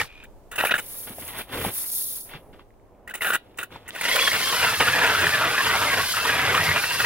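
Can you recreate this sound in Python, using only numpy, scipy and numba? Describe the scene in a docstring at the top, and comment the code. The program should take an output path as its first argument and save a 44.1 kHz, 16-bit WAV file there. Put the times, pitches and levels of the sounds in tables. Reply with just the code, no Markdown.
"""Auger drilling lake ice

A cordless drill drives a steel auger into lake ice a few metres from a camera with two microphone ports.
The blades skid, chatter and grind: noise fractures ring the hole and the steel over a rumbling ice sheet.
The gearbox whines as tones in rough strands, the motor hisses, and blade edges squeak as sine glides.
Loose snow pours off the flights as bright grit; boots crunch and crust pops over a faint winter hum."""
import sys
import numpy as np
from scipy import signal
from scipy.fft import rfft, irfft, next_fast_len
from scipy.io import wavfile
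from scipy.ndimage import uniform_filter1d
from numba import njit

SR = 44100
rng = np.random.default_rng(int(sys.argv[2]) if len(sys.argv) > 2 else 0)


def store_pcm(level_fs):
    """Save levels as 16-bit WAV."""
    pcm = np.round(np.clip(level_fs, -1, 1) * 32767).astype(np.int16)
    wavfile.write(sys.argv[1], SR, np.atleast_2d(pcm).T)


N = 310905  # samples, about 7 s


def undb(db):
    """Amplitude gain of a level in dB."""
    return 10 ** (np.asarray(db) / 20)


def unit(x):
    """Scale to an RMS of 1."""
    return x / np.sqrt(np.mean(x ** 2))


def noise():
    """White noise over the whole scene."""
    return rng.standard_normal(N)


def steady(hz):
    """A fixed frequency at every sample."""
    return np.full(N, float(hz))


def columns(*tables):
    """A smoothed gate that is open inside the tables, then their columns interpolated at every sample."""
    t = np.arange(N) / SR
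    times, *values = np.concatenate(tables).T
    gate = sum((t > rows[0][0] - .001) & (t < rows[-1][0] + .01) for rows in tables)
    return [uniform_filter1d(1. * gate, 441)] + [np.interp(t, times, column) for column in values]


def colour(x, points):
    """Causal filter with the given (f/Hz, level/dB) shape, from the folded cepstrum."""
    hz, db = np.transpose(points)
    grid = np.linspace(1, SR / 2, 2049)
    shape_db = np.interp(np.log(grid), np.log(hz), db)
    cepstrum = irfft(np.log(undb(shape_db)))
    cepstrum[1:2048] *= 2
    impulse = irfft(np.exp(rfft(cepstrum[:2048], 4096)))
    return signal.oaconvolve(x, impulse)[:len(x)]


@njit
def ring(x, hz, width):
    """Band-pass resonance, width in Hz, whose centre may move every sample."""
    y, band, low = np.empty(len(x)), 0., 0.
    for i in range(len(x)):
        g = np.tan(np.pi * hz[i] / SR)
        damping = width / hz[i]
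        v = (band + g * (x[i] - low)) / (1 + g * (g + damping))
        band, low, y[i] = 2 * v - band, low + 2 * g * v, damping * v
    return y


def walk(rate):
    """Random levels held 1 / rate s and slewed; spread near 1."""
    hold = int(SR / rate)
    steps = np.repeat(rng.standard_normal(N // hold + 1), hold)[:N]
    return 1.2 * uniform_filter1d(steps, hold)


LARGEST = 7  # cap on a fracture's size, in steps of the spread


def grains(spread_db, flicker_db, flicker_hz):
    """Dense fractures, a few much larger than the rest, coming in clumps."""
    size = np.minimum(rng.exponential(size=N), LARGEST)
    return unit(noise() * undb(spread_db * size + flicker_db * walk(flicker_hz)))


RISE_DB = 23  # height of the climb


def swell(s, rise, hold, db, fall_db_s):
    """Gain that climbs to a level, holds and falls at a steady rate in dB/s."""
    t = np.arange(N) / SR - s
    climb = RISE_DB * np.minimum(t / max(rise, .002) - 1, 0)
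    return (t > 0) * undb(db + climb - fall_db_s * np.maximum(t - rise - hold, 0))


# tone colours of the far hum and the wind: (f/Hz, level/dB)
HUM_COLOUR = [(40, -12), (110, -4.5), (160, -15.5), (200, -9.5), (400, -8), (650, -10.5), (1000, -17.5),
              (1500, -28.5), (3000, -39.5), (5000, -58), (15000, -62)]
WIND_COLOUR = [(10, -7), (25, -3), (50, -1), (90, -27.5), (200, -45)]
HUM_DB, HUM_SWELL_DB, WIND_DB = -54, 1.8, -57  # hum level is that of the part the ports share


def air():
    """Far hum of the valley, alike on both ports in the bass; light wind flutters on each port alone."""
    mid, side = (colour(noise() * undb(HUM_SWELL_DB * walk(5.0)), HUM_COLOUR) for _ in range(2))
    side = side - ring(side, steady(180), 710.0)  # thin the bass of the difference
    hum = np.array([mid + 0.57 * side, mid - 0.69 * side]) / np.std(mid)
    wind = [unit(colour(noise() * undb(5.8 * walk(1.0)), WIND_COLOUR)) for _ in range(2)]
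    return undb(HUM_DB) * hum + undb(WIND_DB) * np.array(wind)


# tone colour of the tree line's echo: (f/Hz, level/dB)
SHORE_COLOUR = [(300, -24.5), (1500, -18.5), (4000, -4), (8000, -30)]


def shore(x, echo_db, t60):
    """A faint diffuse return from the trees: decaying noise, unrelated left and right."""
    t = np.arange(int(.6 * SR)) / SR
    decay = undb(-60 * t / t60)
    tails = [unit(colour(rng.standard_normal(len(t)), SHORE_COLOUR)) * decay for _ in range(2)]
    return undb(echo_db) * signal.oaconvolve(x[None], np.array(tails), axes=1)[:, :N]


# boots pressing snow: (t/s, rise/s, hold/s, level/dB, thud level/dB against it)
BOOTS = [(0.791, 0.022, 0.29, -53.5, -5.5), (1.051, 0.025, 0.051, -48, 1), (1.15, 0.036, 0.045, -46, -0.5),
         (1.2, 0.08, 0.07, -46.5, -16), (1.263, 0.11, 0.039, -35.5, -16.5), (1.471, 0.076, 0.14, -31, -2.5),
         (1.705, 0.029, 0.11, -47, -23.5), (1.802, 0.04, 0.35, -58, -1.5), (2.249, 0.1, 0.0078, -37.5, -21),
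         (2.526, 0.0039, 0.015, -52, -6.5), (2.583, 0.011, 0.0035, -51.5, -17),
         (3.404, 0.034, 0.22, -62.5, 1.5), (3.691, 0.03, 0.042, -45, -1.5), (3.763, 0.045, 0.077, -58.5, 1)]
# lumps of snow crust giving way, and one dry crack of the blades at 3.9 s: (t/s, initial level/dB, f/Hz)
POPS = [(0.939, -33, 11000), (1.095, -21, 13000), (1.105, -33.5, 227), (1.184, -25.5, 660),
        (1.279, -18.5, 10200), (1.2815, -19.5, 10300), (1.589, -25.5, 485), (1.621, -44, 326),
        (1.649, -14.5, 790), (1.664, -20, 197), (2.337, -24.5, 1560), (2.35, -34, 149),
        (2.535, -43.5, 1490), (2.536, -41.5, 224.4), (2.595, -34.5, 1100), (2.7055, -47.5, 1960),
        (2.7402, -55.5, 2460), (2.798, -54, 2090), (2.852, -59, 2200), (2.9492, -56, 2310),
        (3.545, -46, 2500), (3.76, -25.5, 920), (3.9068, -20, 3360), (3.706, -38.5, 1500)]
# tone colours of the creak and the thud: (f/Hz, level/dB)
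TREAD_COLOUR = [(400, -10), (900, -6), (2000, -8), (3400, -9.5), (4500, -18), (9000, -49), (16000, -41)]
THUD_COLOUR = [(30, -11), (90, 1), (200, -5), (500, -3.5), (900, -29.5)]
BOOT_FALL_DB_S = 453


def boots():
    """Packed snow creaks under the sole with a dull thud; lumps of crust pop, and the blades crack once, as
    short decaying sines."""
    creak_gain, thud_gain = 0, 0
    for s, rise, hold, db, thud_db in BOOTS:
        press = swell(s, rise, hold, db, BOOT_FALL_DB_S)
        creak_gain = creak_gain + press
        thud_gain = thud_gain + press * undb(thud_db)
    out = creak_gain * unit(colour(grains(1.8, 2.2, 100), TREAD_COLOUR))
    out += thud_gain * unit(colour(grains(1.4, 0.54, 29.7), THUD_COLOUR))
    t = np.arange(int(0.022 * SR)) / SR
    for s, peak_db, hz in POPS:
        i = int(s * SR)
        pop = np.exp(-t * hz / 1.94) * np.sin(2 * np.pi * hz * t)  # fades within a few cycles
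        out[i:i + len(t)] += undb(peak_db) * pop
    return out


# snow pouring off the flights, two spells: (t/s, level/dB)
SPRAY = [
    [(0.72, -31), (0.728, -43), (0.988, -31), (1.158, -41), (1.2, -36), (1.266, -36.5), (1.276, -31.5),
     (1.344, -42.5), (1.392, -30), (1.48, -59)],
    [(1.48, -58), (1.53, -37.5), (1.67, -28.5), (1.704, -36), (1.756, -24), (1.894, -28), (1.956, -21.5),
     (2.19, -29), (2.4, -60.5), (2.62, -73.5)],
]
# snow thrown up by the skidding blades: (t/s, rise/s, hold/s, level/dB)
THROWN = [(0.571, 0.0096, 0.11, -33), (0.626, 0.027, .02, -32), (3.2, 0.016, 0.098, -30.5),
          (3.331, 0.011, 0.0081, -27), (3.38, .005, 0.21, -73), (3.586, 0.044, 0.0057, -40),
          (3.645, .005, 0.174, -70)]
# tone colour of loose snow: (f/Hz, level/dB)
SNOW_COLOUR = [(2500, -36), (3600, -10), (6000, -8.5), (8500, -10), (9800, 5), (11000, 4.5), (13000, -0.5),
               (15400, 2.5)]
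THROWN_FALL_DB_S = 898.5


def spray():
    """Fine crystals: a bright, slightly gritty hiss."""
    gate, db = columns(*SPRAY)
    gain = gate * undb(db) + sum(swell(*row, THROWN_FALL_DB_S) for row in THROWN)
    return gain * unit(colour(grains(1.86, 1.0, 120), SNOW_COLOUR))


# motor speed, sagging under load, two runs: (t/s, gear mesh f/Hz, whine level/dB)
SPEED = [
    [(0.0, 2406, -23), (0.07, 466.9, -59)],
    [(3.9, 300.6, -53.5), (3.99, 1100, -49), (4.05, 2691, -51), (4.09, 2915, -24), (4.12, 3234, -27),
     (4.155, 3364, -23.5), (4.28, 3326, -26), (4.36, 2950, -52), (4.43, 3109, -29), (4.5, 3310, -26.5),
     (4.53, 3017, -33), (4.61, 2950, -25), (4.65, 2720, -27), (4.75, 2690, -32), (4.79, 2697, -35),
     (4.83, 2704, -28), (4.89, 2667, -33), (4.93, 2535, -29), (5.0, 2427, -32), (5.11, 2710, -26),
     (5.18, 2558, -39), (5.3, 2553, -31.5), (5.35, 2402, -30), (5.41, 2133, -47), (5.46, 1992, -25),
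     (5.51, 2312, -29), (5.58, 2510, -36), (5.64, 2500, -42), (5.74, 2620, -35), (5.8, 2689, -42),
     (6.0, 2700, -46), (6.07, 3020, -37), (6.125, 3100, -33), (6.14, 3000, -52), (6.17, 2680, -37),
     (6.2, 2700, -46), (6.27, 2600, -40), (6.3, 2520, -28), (6.38, 2290, -29), (6.45, 2230, -30),
     (6.52, 2174, -32), (6.55, 2430, -26), (6.59, 2460, -25), (6.62, 2714, -33), (6.69, 2803, -35),
     (6.72, 2550, -39), (6.75, 2420, -30), (6.81, 2440, -30.5), (6.835, 2590, -40), (6.9, 2790, -28),
     (7.05, 2720, -43.5)],
]
# tone colour of the motor: (f/Hz, level/dB)
MOTOR_COLOUR = [(2500, -14.5), (4000, -2), (5200, -3.5), (6100, -8.5), (7700, -10), (10500, -4.5),
                (13000, -12), (15500, -14.5)]
LOADED_HZ, HISS_DB, HISS_POWER = 2500, -29.5, 1.7  # mesh and level at the loaded speed; power of speed


def motor_hiss():
    """The motor's broad hiss grows as a power of its speed."""
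    turning, mesh_hz, _ = columns(*SPEED)
    hiss = unit(colour(grains(0.33, 1.0, 60), MOTOR_COLOUR))
    return turning * undb(HISS_DB) * hiss * (mesh_hz / LOADED_HZ) ** HISS_POWER


# rough strands of the gear train: (multiple of the mesh f, level/dB)
ORDERS = [(1 / 6, -17.5), (1 / 3, -9), (1 / 2, -18), (2 / 3, -7), (5 / 6, -11), (1, 0)]
BREAK_DB = 7  # how deeply the whine breaks up


def gears():
    """Teeth knock unevenly, so each order is a wavering tone in a rough strand."""
    gate, mesh_hz, whine_db = columns(*SPEED)
    whine = 0
    for order, order_db in ORDERS:
        hz = order * mesh_hz
        strand = unit(ring(grains(2.0, 1.8, 60), hz * (1 + 0.008 * walk(30)), 45.0))
        tone = np.sin(2 * np.pi * np.cumsum(hz * (1 + .009 * walk(80))) / SR)
        strand = strand * undb(-BREAK_DB * np.abs(walk(40)))
        tone = tone * undb(-BREAK_DB * np.abs(walk(45)))
        whine = whine + undb(order_db) * (.8 * strand + 1.2 * tone)
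    return gate * undb(whine_db) * whine


# the chuck runs out: start t/s, stop t/s, pairs of ticks per s
COAST_START, COAST_STOP, COAST_RATE = .052, .256, 39.5
COAST_HZ, COAST_DB = 2450, -66.5  # centre of the ticks; their RMS over the whole scene
# tone colour of the blades: (f/Hz, level/dB)
BLADES_COLOUR = [(300, -28.5), (700, -5.5), (1100, -2), (1700, -1), (2500, -1.5), (3600, -1.5), (4800, -19),
                 (7700, -49), (16000, -40)]


def chuck_ticks():
    """Gear teeth tick as the chuck runs out: puffs of noise ring a narrow band over a soft hiss."""
    t = np.arange(N) / SR
    running = (t > COAST_START) * (t < COAST_STOP)
    turn = np.cos(2 * np.pi * COAST_RATE * (t - COAST_START))
    # strong and weak ticks alternate
    puffs = running * (0.43 + np.abs(turn) ** 4.0 * (0.49 + 0.27 * turn))
    ticks = unit(ring(noise() * puffs, steady(COAST_HZ), 150.0))
    hiss = unit(colour(noise() * (puffs > 0), MOTOR_COLOUR))
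    rattle = unit(colour(noise() * puffs, BLADES_COLOUR))
    return undb(COAST_DB) * (ticks + 0.092 * hiss + 0.65 * rattle)


# a blade edge squeaks on the ice: (t/s, length/ms, from f/Hz, to f/Hz, level/dB before the husk)
SQUEAKS = [(4.071, 160, 548, 517.5, -35.5), (4.09, 43, 1950, 1973, -28.5), (4.175, 29, 2450, 2410, -36),
           (4.179, 33, 1330, 1290, -35), (4.51, 42, 452, 492, -34), (4.642, 20, 2070, 2100, -26),
           (4.794, 23, 3170, 2590, -27), (4.89, 106, 1690, 1730, -24), (4.989, 50, 1744, 1790, -26),
           (5.084, 50, 1714, 1674, -31.5), (5.18, 57, 1613, 1606, -25.5), (5.31, 60, 1790, 1708, -23),
           (5.38, 90, 1282, 1450, -24.5), (5.55, 54, 1590, 1732, -22.5), (5.585, 55, 1100, 1035, -26),
           (5.66, 67, 1990, 1970, -25), (5.72, 75, 1950, 2380, -30.5), (5.78, 47, 1194, 1112, -26),
           (5.87, 83, 2030, 2210, -26.5), (5.96, 55, 1565, 1407, -26), (6.14, 76, 1800, 1860, -33.5),
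           (6.169, 33, 863, 936, -37), (6.283, 49, 1686, 1520, -27), (6.4, 34, 1740, 1750, -40.5),
           (6.645, 53, 2090, 2160, -28), (6.67, 65, 1286, 1253, -37), (6.88, 63, 967, 928, -36.5)]


def squeaks():
    """A sliding blade edge gives short gliding tones, slightly husky."""
    out = np.zeros(N)
    for s, length_ms, from_hz, to_hz, db in SQUEAKS:
        i, n = int(s * SR), int(length_ms / 1000 * SR)
        glide = np.sin(2 * np.pi * np.cumsum(np.linspace(from_hz, to_hz, n)) / SR)
        out[i:i + n] += undb(db) * np.sqrt(2 * np.hanning(n)) * glide
    return out * (.55 + .8 * walk(260))


# modes of the auger: (f/Hz, width/Hz, level/dB)
AUGER_MODES = [(616, 550, 2.5), (1100, 88, 2), (1450, 120, 10), (1980, 110, 13), (2500, 100, 4),
               (2950, 150, 7), (3610, 123, 6.5)]


def steel(x):
    """The auger's fixed modes, alternating in sign."""
    return sum((-1) ** k * undb(db) * ring(x, steady(hz), float(width))
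               for k, (hz, width, db) in enumerate(AUGER_MODES))


# the blades slip and catch: (t/s, nominal peak level/dB, strongest ring f/Hz, length/ms)
SLIPS = [(0.236, -35, 1620, 13), (0.513, -24.5, 1455, 22), (0.536, -28, 1050, 22), (0.557, -26, 2680, 21),
         (0.579, -11, 2590, 27), (0.6, -11.5, 1860, 19.5), (0.622, -14.5, 1325, 18), (0.639, -9, 730, 3),
         (0.648, -10.5, 1776, 17), (0.67, -10, 2410, 14), (0.69, -19, 1360, 24), (0.708, -7, 1960, 18),
         (0.739, -4, 1664, 10.5), (0.752, -14, 1580, 17), (0.778, -13, 2100, 20.7), (3.075, -24, 1860, 12),
         (3.091, -23, 1990, 10), (3.104, -27, 1450, 16), (3.138, -18.5, 1900, 10.2), (3.15, -21, 2000, 14),
         (3.172, -30.5, 1940, 20), (3.208, -11, 2040, 13), (3.219, -15, 1850, 9.3),
         (3.228, -18, 1493, 12.6), (3.244, -15.5, 1470, 26), (3.263, -17, 1545, 29), (3.284, -21, 1435, 19),
         (3.3, -11.5, 1477, 14), (3.317, -14, 1470, 14), (3.332, -15, 1476, 22), (3.345, -11, 1420, 13),
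         (3.572, -36.5, 884, 17), (3.584, -17.5, 1930, 23.5), (3.61, -28.5, 1534, 32),
         (3.629, -17.5, 1480, 7.6), (3.878, -27, 1940, 10), (3.888, -26.5, 1910, 8.2),
         (3.948, -21, 1950, 34), (4.01, -13.5, 2070, 12), (4.033, -16, 1980, 16), (4.053, -9, 1936, 9.9),
         (4.082, -8, 3050, 11), (4.114, -7, 2030, 10), (4.155, -9.5, 3340, 22), (4.19, -5, 2480, 9.7),
         (4.225, -9, 1836, 14), (4.274, -6, 1750, 11), (4.314, -11.5, 2090, 12), (4.328, -10.5, 2080, 40),
         (4.4, -11.5, 2120, 19), (4.456, -21.5, 3080, 8.5), (4.497, -11.5, 3200, 9), (4.524, -10, 1076, 22),
         (4.626, -9, 2480, 15), (4.644, -12.5, 2080, 12), (4.725, -15, 900, 10), (4.802, -9, 847, 22),
         (4.871, -10.5, 1320, 21), (5.059, -9, 2420, 20), (5.199, -19, 1500, 31), (5.268, -5.5, 1730, 6.8),
         (5.292, -7, 1680, 5.5), (5.437, -13, 1300, 17), (5.578, -10.5, 1790, 12), (5.604, -7.5, 1735, 10),
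         (5.661, -15, 1770, 11), (5.709, -11.5, 1390, 8.1), (5.827, -12.5, 1510, 16),
         (6.137, -15.5, 1300, 14), (6.29, -11, 1655, 18), (6.544, -10, 1070, 18), (6.566, -14.5, 1575, 16),
         (6.601, -20, 1620, 14), (6.752, -13.5, 2450, 39), (6.836, -11, 1473, 18), (6.997, -9.5, 1374, 16),
         (7.04, -9, 1650, 14)]
# tone colours of a slip's treble and knock: (f/Hz, level/dB)
BITE_COLOUR = [(3000, -37), (5000, -16), (7700, -1), (10500, -2), (13000, -24), (15500, 2)]
KNOCK_COLOUR = [(30, -26), (90, 9.5), (200, 11), (500, -1.5), (800, -9.5), (1300, -9)]
CRACK_DB, CHIPS_DB, KNOCK_DB = 1, -10.5, -38.5  # parts of a slip against its nominal peak
TREBLE_DB, TREBLE_STEEP = -24.5, 0.35  # treble of a slip peaking at 0 dB; dB of treble per dB of peak
UNEVEN_DB = 4  # scatter of treble and knock from slip to slip
TAIL = .13  # weight of the part that lingers
CRACK_CYCLES = 6  # longest decay time of a crack, in cycles
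CRACK_FADE_DB = 8  # a slip of double length cracks this much softer


def slips():
    """Each slip is a crack and a burst of fractures that rings the steel."""
    chips = grains(2.55, 2.85, 200)
    push, bright, knock, crack = np.zeros((4, N))
    hz = steady(1800)
    t = np.arange(int(.15 * SR)) / SR
    chances = UNEVEN_DB * rng.standard_normal((len(SLIPS), 2))
    for (s, peak_db, ring_hz, length_ms), (treble_chance, knock_chance) in zip(SLIPS, chances):
        i = int(s * SR)
        here, room = slice(i, i + len(t)), N - i
        length = max(length_ms, 2) / 1000
        fall = np.exp(-(t / length) ** 2) + TAIL * np.exp(-t / 0.015)
        shape = ((1 - np.exp(-t / 0.0025)) * fall)[:room]
        push[here] += undb(peak_db + CHIPS_DB) * shape
        bright[here] += undb(TREBLE_STEEP * peak_db + TREBLE_DB + treble_chance) * shape
        knock[here] += undb(peak_db + KNOCK_DB + knock_chance) * shape
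        hz[i:] = ring_hz
        crack_db = peak_db + CRACK_DB - CRACK_FADE_DB * np.log2(100 * length)
        decay = np.exp(-t / min(0.3 * length, CRACK_CYCLES / ring_hz))
        snap = (1 - np.exp(-t / 0.0015)) * decay * np.sin(2 * np.pi * ring_hz * t)
        crack[here] += undb(crack_db) * snap[:room]
    paths = ((0.4, lambda x: ring(x, hz, 220.0)),
             (0.45, lambda x: colour(x, BLADES_COLOUR)),
             (0.7, steel))
    # each path is levelled on unbroken chips, so the bursts keep their own levels
    body = sum(share * path(chips * push) / np.std(path(chips)) for share, path in paths)
    thump = colour(chips * knock, KNOCK_COLOUR) / np.std(colour(chips, KNOCK_COLOUR))
    treble = bright * unit(colour(chips, BITE_COLOUR))
    return crack + body + thump + treble


# how hard the blades cut, two runs: (t/s, cut level/dB, ice rumble level/dB against the cut, hole f/Hz)
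CUT = [
    [(0.0, -20, -16, 1590), (0.014, -23.5, -10.5, 1630), (0.07, -62, 0, 1650)],
    [(3.85, -54, -13.5, 1860), (3.99, -35.5, -24, 1910), (4.04, -26, -35.5, 1950), (4.4, -27, -22, 1910),
     (4.49, -32.5, -17.5, 1580), (4.56, -28.5, -20.5, 1500), (4.7, -25.5, -16, 1640),
     (4.76, -29, -21, 1570), (4.795, -33, -11, 1590), (4.81, -27.5, -9, 1640), (4.83, -23.5, -12, 1810),
     (4.95, -21.5, -18.5, 1670), (5.15, -22.5, -19, 1490), (5.28, -22.5, -11.5, 1610),
     (5.32, -24, -21.5, 1690), (5.46, -23, -15.5, 1395), (5.56, -24.5, -26, 1550),
     (5.61, -23.5, -33.5, 1600), (5.66, -23.5, -12.5, 1510), (5.79, -22.5, -19, 1345),
     (6.0, -23, -15.5, 1620), (6.045, -28.5, -17, 1540), (6.14, -33, -22.5, 1624), (6.2, -31.5, -17, 1810),
     (6.235, -27, -22, 1490), (6.27, -22.5, -22, 1300), (6.31, -22.5, -19, 1550), (6.38, -23.5, -17, 1500),
     (6.45, -22, -15, 1676), (6.56, -21.5, -16, 1276), (6.62, -21.5, -12.5, 1660),
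     (6.655, -24, -16.5, 1600), (6.68, -22.5, -7, 1390), (6.74, -23, -11, 1850), (6.78, -22.5, -15.5, 1610),
     (6.81, -27, -23.5, 1580), (6.87, -31.5, -16.5, 1500), (6.91, -28, -22, 1680), (6.98, -28, -19, 1640),
     (7.025, -27, -13.5, 1580), (7.05, -19.5, -17, 1646)],
]
# the blades dig in for a moment while the auger rocks: (t/s, rise/s, hold/s, added cut level/dB)
BITES = [(4.31, 0.011, 0.054, -30), (4.525, 0.013, 0.017, -34.5), (4.612, .015, 0.016, -25.5),
         (4.709, 0.019, 0.014, -28.5), (4.796, 0.0059, 0.0088, -24.5), (6.147, 0.017, 0.029, -28.5)]
BITE_FALL_DB_S = 699
# contact resonances that drift as the blades turn: (f/Hz, level/dB)
SCRAPE = [(900, -5), (1250, 0), (1550, -12.5), (1900, 0), (2300, -1.5), (2750, -17.5)]
# low resonances of the slush-packed hole: (f/Hz, level/dB)
GROAN = [(300, -21.5), (475, -9.5), (620, -13.5)]
# tone colours of coarse crushing and of the ice sheet: (f/Hz, level/dB)
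CRUSH_COLOUR = [(60, -31.5), (200, -9.5), (300, -9.5), (470, -4.5), (700, 5.5), (950, 12), (1500, -43.5)]
ICE_COLOUR = [(50, -27), (80, 5.5), (105, 5.5), (150, 2), (250, -12), (400, -33)]
HOLE_HOP = .06  # share by which the ring of the hole hops
FULL_CUT_DB = -22
CRUSH_DB, CRUSH_STEEP = -8.5, 1.28  # crushing against a full cut; extra dB for each dB of cut


def cutting():
    """Blades crush ice and ring the hole and the steel; the sheet rumbles."""
    gate, steady_db, rumble_db, hole_hz = columns(*CUT)
    cut_gain = undb(steady_db) + sum(swell(*row, BITE_FALL_DB_S) for row in BITES)
    cut_db = 20 * np.log10(cut_gain)
    chips = grains(3.3, 1.8, 80)
    # the ring hops about as chips of different size break
    hole = ring(chips, np.clip(hole_hz * (1 + HOLE_HOP * walk(40)), 500, 4000), 170.0)
    scrape = sum(undb(db + 4.5 * walk(30)) * ring(chips, hz * (1 + 0.09 * walk(11)), 60.0)
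                 for hz, db in SCRAPE)
    grind = unit(colour(chips, BLADES_COLOUR))
    cut = unit(.7 * grind + .85 * unit(hole) + .15 * unit(steel(chips)) + .85 * unit(scrape))
    groan = sum(undb(db + 4 * walk(20)) * unit(ring(chips, hz * (1 + .06 * walk(6)), 30.0))
                for hz, db in GROAN)
    coarse = unit(colour(chips * undb(3.7 * walk(30)), CRUSH_COLOUR))
    crush = (coarse + groan) * undb(CRUSH_DB + CRUSH_STEEP * (cut_db - FULL_CUT_DB))
    rumble = undb(rumble_db) * unit(colour(grains(0.99, 0.51, 22), ICE_COLOUR))
    return gate * cut_gain * (cut + crush + rumble)


def ports(x, lead):
    """The left port hears the source at a fixed phase against the right, mostly later."""
    hz, rad = np.transpose(lead)
    phase = np.interp(np.arange(N // 2 + 1) * SR / N, hz, rad)
    return np.array([irfft(rfft(x) * np.exp(1j * phase), N), x])


# wander of the phase between the ports: (f/Hz, phase/rad)
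SCATTER = [(350, .2), (700, .3), (1400, .4), (2300, .55), (3500, .8), (5000, 1.4), (7000, 1.4), (9500, 1.4),
           (12500, 1.5), (16500, 1.5)]


def wander(pair):
    """Scatter off the moving man and rough snow turns the phase of each band, oppositely at the two ports."""
    size, centres = next_fast_len(N), np.transpose(SCATTER)[0]
    spectrum, hz = rfft(pair, size), np.arange(size // 2 + 1) * SR / size
    opposite = np.array([[1], [-1]])
    out = 0
    for k, (centre, rad) in enumerate(SCATTER):
        weight = np.interp(hz, centres, np.arange(len(centres)) == k)  # bands cross-fade
        band = np.fft.ifft(2 * spectrum * weight, size)[:, :N]
        out = out + np.real(band * np.exp(.5j * rad * walk(centre / 5) * opposite))
    return out


# steady phase of the left port against the right: (f/Hz, phase/rad)
AUGER_LEAD = [(0, 0), (3700, -1.42), (6500, -2), (13200, -5.5), (16000, -5)]
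SNOW_LEAD = [(100, 0), (500, 0.1), (1400, 1), (3000, -1.5), (5500, -4.5), (9000, -5), (16000, -8)]


def scene():
    """Auger and snow reach the two ports, with the trees' echo and the winter air around them."""
    snow = boots() + spray()
    auger = motor_hiss() + gears() + chuck_ticks() + squeaks() + slips() + cutting()
    direct = wander(ports(auger, AUGER_LEAD) + ports(snow, SNOW_LEAD))
    return air() + shore(auger + snow, echo_db=-47.0, t60=0.16) + direct


TOP_HZ = 15750


def record(dry):
    """The camera cuts the top with a steep low-pass."""
    return signal.sosfilt(signal.ellip(10, .2, 70, TOP_HZ, fs=SR, output="sos"), dry)


dry = scene()
out = record(dry)
store_pcm(out)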